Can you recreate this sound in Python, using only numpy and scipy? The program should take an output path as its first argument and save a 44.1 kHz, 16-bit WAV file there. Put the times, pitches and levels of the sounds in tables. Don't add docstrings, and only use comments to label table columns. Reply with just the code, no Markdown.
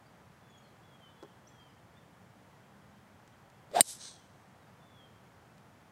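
import sys
import numpy as np
from scipy import signal
from scipy.fft import rfft, irfft
from scipy.io import wavfile
from scipy.ndimage import uniform_filter1d, minimum_filter1d

SR = 44100
rng = np.random.default_rng(int(sys.argv[2]) if len(sys.argv) > 2 else 0)


def store_wav(level_fs):
    pcm = np.round(np.clip(np.atleast_2d(level_fs), -1, 1) * 32767)
    wavfile.write(sys.argv[1], SR, pcm.T.astype(np.int16))


N = 260631
T = np.arange(N) / SR
STRIKE_S = 3.8078


def amp(db):
    return 10 ** (np.asarray(db) / 20)


def evened(x):
    return x / np.sqrt(np.mean(x ** 2) + 1e-20)


def noise(points):
    hz, db = np.transpose(points)
    log_hz = np.log(np.fft.rfftfreq(N, 1 / SR) + 1)
    gain = amp(np.interp(log_hz, np.log(hz + 1), db))
    return evened(irfft(rfft(rng.standard_normal(N)) * gain, N))


def drift(hz):
    gain = np.exp(-(np.fft.rfftfreq(N, 1 / SR) / hz) ** 2)
    return evened(irfft(rfft(rng.standard_normal(N)) * gain, N))


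def level(s, db):
    return amp(np.interp(T, s, db)) * (T >= s[0]) * (T <= s[-1])


def turn(s, hz):
    return 2 * np.pi * np.cumsum(np.interp(T, s, hz)) / SR


def dying(s, t60):
    return (T >= s) * np.exp(-np.log(1000) * np.maximum(T - s, 0) / t60)


def swell(full_s, hold_s, db, rise_db_per_s, fall_db_per_s):
    early = np.maximum(full_s - T, 0)
    late = np.maximum(T - full_s - hold_s, 0)
    return amp(db - rise_db_per_s * early - fall_db_per_s * late)


def ring(s, modes, contact, low_cut_hz=135):
    start, t = round(s * SR), np.arange(SR // 4) / SR
    tone = np.zeros(len(t))
    for hz, db, t60 in modes:
        tone += amp(db) * np.exp(-np.log(1000) * t / t60) * np.sin(2 * np.pi * hz * t)
    push = np.sin(np.pi / 2 * np.minimum(t / contact, 1)) ** 2
    out = np.zeros(N)
    out[start:start + len(t)] = -tone * push
    return signal.sosfilt(signal.butter(4, low_cut_hz, "highpass", fs=SR, output="sos"), out)


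def add(mix, s, sound):
    part = mix[round(s * SR):][:len(sound)]
    part += sound[:len(part)]


# (time [s], pitch [Hz], level [dB])
FAR_MOTOR = [(1.6, 158, -74), (2.05, 168, -66.5), (2.45, 188, -73), (2.85, 201, -63), (3.15, 207, -67),
             (3.4, 209, -88)]
# (frequency [Hz], level [dB])
AIR_COLOUR = [(15, -69.5), (25, -35), (47, -18), (102, -0.5), (200, -3.5), (255, -9), (291, -9), (361, -12),
              (769, -10), (1820, -17), (2810, -25), (3220, -24.5), (3780, -29), (6850, -32), (15800, -40)]


def distance(air_db=-59.5, swell_db=-0.13):
    s, hz, db = np.transpose(FAR_MOTOR)
    motor = np.sqrt(2) * level(s, db) * np.sin(turn(s, hz))
    motor *= amp(1.5 * drift(11))
    return amp(air_db) * noise(AIR_COLOUR) * amp(swell_db * drift(5)) + motor


def slur(start, top_hz, loudest, db):
    length_s, drop, bend = .295, .135, 1.75
    accent_s, accent_db = .055, 10
    t = np.arange(0, length_s, 1 / SR)
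    shape_db = accent_db * (np.exp(-((t - loudest) / accent_s) ** 2) - 1)
    hz = top_hz * (1 - drop * (t / length_s) ** bend)
    return start, hz, amp(db + shape_db) * signal.windows.tukey(len(t), .15)


def chip(start, length, first_hz, last_hz, db, bend=1.5):
    u = np.linspace(0, 1, round(length * SR))
    hz = last_hz + (first_hz - last_hz) * (1 - u) ** bend
    return start, hz, amp(db) * np.sin(np.pi * u)


def far_chirps(count=14, low_hz=3000, high_hz=4300, length_s=.06, most_glide=.12, db=-84):
    when, height, glide = rng.random((count, 3)).T
    first_hz = low_hz + (high_hz - low_hz) * height ** 2
    last_hz = first_hz * (1 + most_glide * (2 * glide - 1))
    return [chip(s, length_s, f, g, db) for s, f, g in zip(when * T[-1], first_hz, last_hz)]


# (start [s], top pitch [Hz], loudest after [s], level [dB])
FALLING_WHISTLES = [(.395, 3510, .145, -70), (.82, 3390, .235, -64), (1.04, 3520, .18, -71),
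                    (1.43, 3390, .19, -68), (3.97, 3500, .13, -66.5), (4.8, 3550, .21, -65)]
# (start [s], length [s], first pitch [Hz], last pitch [Hz], level [dB])
SHORT_CHIPS = [(.035, .06, 4800, 4690, -79), (.495, .03, 6720, 6830, -73), (.572, .022, 6400, 6900, -71),
               (.615, .06, 4450, 4200, -76), (.67, .06, 4040, 4000, -79), (1.469, .019, 5100, 6480, -62),
               (1.483, .016, 7380, 7430, -65), (1.59, .06, 4850, 4780, -82), (1.68, .04, 5170, 5000, -81),
               (1.95, .05, 3350, 3650, -70), (2.245, .045, 1850, 2300, -73), (2.62, .045, 2950, 3400, -79),
               (2.95, .055, 3030, 3200, -76), (4.605, .055, 4050, 3660, -79),
               (4.665, .035, 4850, 4540, -80), (4.795, .06, 3480, 3560, -72),
               (5.485, .055, 2570, 2620, -78)]


def birds(waver=0.007, flutter_db=2.5, wet_db=-6.5, t60=0.65):
    song, wobble = np.zeros(N), 1 + waver * drift(60)
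    notes = [slur(*row) for row in FALLING_WHISTLES] + [chip(*row) for row in SHORT_CHIPS]
    for start, hz, gain in notes + far_chirps():
        wavering_hz = hz * np.interp(start + T[:len(hz)], T, wobble)
        add(song, start, gain * np.sin(2 * np.pi * np.cumsum(wavering_hz) / SR))
    song *= np.sqrt(2) * amp(flutter_db * drift(39))
    foliage = (rng.standard_normal(N) * dying(0.012, t60))[:SR]
    foliage /= np.linalg.norm(foliage)
    return song + amp(wet_db) * signal.fftconvolve(song, foliage)[:N]


# (time [s], level [dB])
LIGHT_TICKS = [(1.2272, -53), (1.234, -55), (3.2765, -51), (3.5003, -57), (3.7143, -52), (5.5803, -57)]
# (frequency [Hz], level [dB])
TICK_SPECTRUM = [(500, 8), (2000, -5), (4000, -1), (8000, -6), (12000, -22), (16000, -16)]
# (time [s], level [dB])
SOFT_KNOCKS = [(1.2276, -45), (1.2335, -44), (1.2475, -52)]
# (frequency [Hz], level [dB], t60 [s])
KNOCK_RING = [(280, -9, 0.083), (341, -5.5, .085), (405, 2.5, .08), (542, -3.5, 0.052), (775, -9, 0.042),
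              (1060, -4.5, 0.039), (1240, -14, 0.027)]


def stance(tick_t60=0.016):
    tick_gain = sum(amp(db) * dying(s, tick_t60) for s, db in LIGHT_TICKS)
    knocks = sum(amp(db) * ring(s, KNOCK_RING, contact=0.00066) for s, db in SOFT_KNOCKS)
    return tick_gain * noise(TICK_SPECTRUM) + knocks


# (full from [s], hold [s], level [dB], rise [dB/s], fall [dB/s])
NEAR_RETURN = (3.9, .01, -42, 160, 260)
FAR_RETURN = (4.014, .058, -48.5, 430, 175)
# (frequency [Hz], level [dB])
NEAR_SPECTRUM = [(1180, -49.5), (2000, -19.5), (2890, -13.5), (3020, -8.5), (3800, -4.5), (4670, -5),
                 (5500, -1), (6870, -2.5), (8150, 2.5), (9430, -6), (10300, -1.5), (11800, -9.5),
                 (15500, -38.5)]
FAR_SPECTRUM = [(1000, -19), (1700, -10.5), (2500, -16), (3500, -5), (4000, 2), (4500, -3.5), (5200, -4),
                (6250, 1.5), (7100, -10), (8500, -1.5), (9400, -10), (9900, -22), (11500, -24),
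                (14000, -40)]


def trees(flicker_db=1.5):
    grass = amp(-49) * dying(STRIKE_S, t60=.6)
    woods = amp(-62) * dying(STRIKE_S, t60=1.9)
    near = np.hypot(swell(*NEAR_RETURN), grass) * noise(NEAR_SPECTRUM)
    far = np.hypot(swell(*FAR_RETURN), woods) * noise(FAR_SPECTRUM)
    return (near + far) * (T >= STRIKE_S) * amp(flicker_db * drift(120))


# (frequency [Hz], level [dB])
WAKE_SPECTRUM = [(60, -39.5), (150, -8), (300, -5.5), (450, 3), (600, -6.5), (1000, -24), (3000, -68.5)]
HISS_SPECTRUM = [(600, -21.5), (1100, 1.5), (1700, -1), (2700, -7.5), (3600, -3), (4800, -6.5), (6300, -15),
                 (7400, -10.5), (8700, -8.5), (9900, -23), (13500, -22.5), (15500, -31)]
# (full from [s], hold [s], level [dB], rise [dB/s], fall [dB/s])
SHAFT_LOUDNESS = (3.759, .046, -28, 790, 1450)
HISS_LOUDNESS = (3.76, .042, -37.8, 760, 1000)


def swish(width_hz=110, steady=.5, skirt_db=-6.0, skirt_hz=220, wake_db=-12.5):
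    slow_hz, fast_hz = 450, 765
    fastest_s, swing_width_s = 3.785, .042
    speed = np.exp(-((T - fastest_s) / swing_width_s) ** 2)
    phase = turn(T, slow_hz + (fast_hz - slow_hz) * speed)
    tone = evened((steady + drift(width_hz)) * np.cos(phase) + drift(width_hz) * np.sin(phase))
    skirt = evened(drift(skirt_hz) * np.cos(phase) + drift(skirt_hz) * np.sin(phase))
    whoosh = tone + amp(skirt_db) * skirt + amp(wake_db) * noise(WAKE_SPECTRUM)
    return swell(*SHAFT_LOUDNESS) * whoosh + swell(*HISS_LOUDNESS) * noise(HISS_SPECTRUM)


# (frequency [Hz], level [dB], t60 [s])
HEAD_MODES = [(170, -20.5, .015), (273, -11.5, 0.016), (597, -5, 0.0041), (2002, -0.5, 0.0057),
              (2955, -13, .024), (4020, -6, .018), (4250, -8.5, .012), (4490, -7.5, 0.01201),
              (4755, -9, .022), (5175, -23, .033), (7095, -22, .025), (7335, -6, .028), (7720, -15, .022),
              (8090, 2.5, 0.019), (8630, -7.5, .019), (8930, -3, 0.0078), (8880, 5.5, .017),
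              (9350, -14.5, 0.011), (9680, -16.5, .016), (10400, -8, 0.0044), (12030, -20.5, 0.013),
              (12410, -14.5, .024), (13310, -14.5, .008), (13900, -6.5, 0.0074), (15100, -12, .006)]
# (frequency [Hz], level [dB])
CRACK_SPECTRUM = [(80, -40.5), (300, -8.5), (850, -4), (1400, -21.5), (2100, -7), (3400, -11.5), (4400, -6),
                  (5600, -16.5), (6700, -14), (8600, -1), (10800, 0), (13000, -4), (15000, -4.5),
                  (15800, -14)]


def strike(crack_db=-10, crack_t60=.008, turf_db=-25, turf_t60=0.0495):
    crack = amp(crack_db) * dying(STRIKE_S, crack_t60)
    turf = amp(turf_db) * dying(STRIKE_S, turf_t60)
    return ring(STRIKE_S, HEAD_MODES, contact=.00055) + (crack + turf) * noise(CRACK_SPECTRUM)


def scene():
    return (distance() + birds() + stance() + trees() + swish() + strike())[None]


def record(dry, ceiling_db=-0.3, recovery_db_per_s=125, edge_hz=15850):
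    peak_db = 20 * np.log10(abs(dry[0]) + 1e-9)
    fall_db = T * recovery_db_per_s
    held_db = np.maximum.accumulate(peak_db + fall_db) - fall_db
    over_db = np.maximum(held_db - ceiling_db, 0)
    duck_db = uniform_filter1d(minimum_filter1d(-over_db, size=55), size=55)
    low_pass = signal.firwin(511, edge_hz, window=("kaiser", 9), fs=SR)
    return signal.oaconvolve(dry * amp(duck_db), low_pass[None], "same")


dry = scene()
out = record(dry)
store_wav(out)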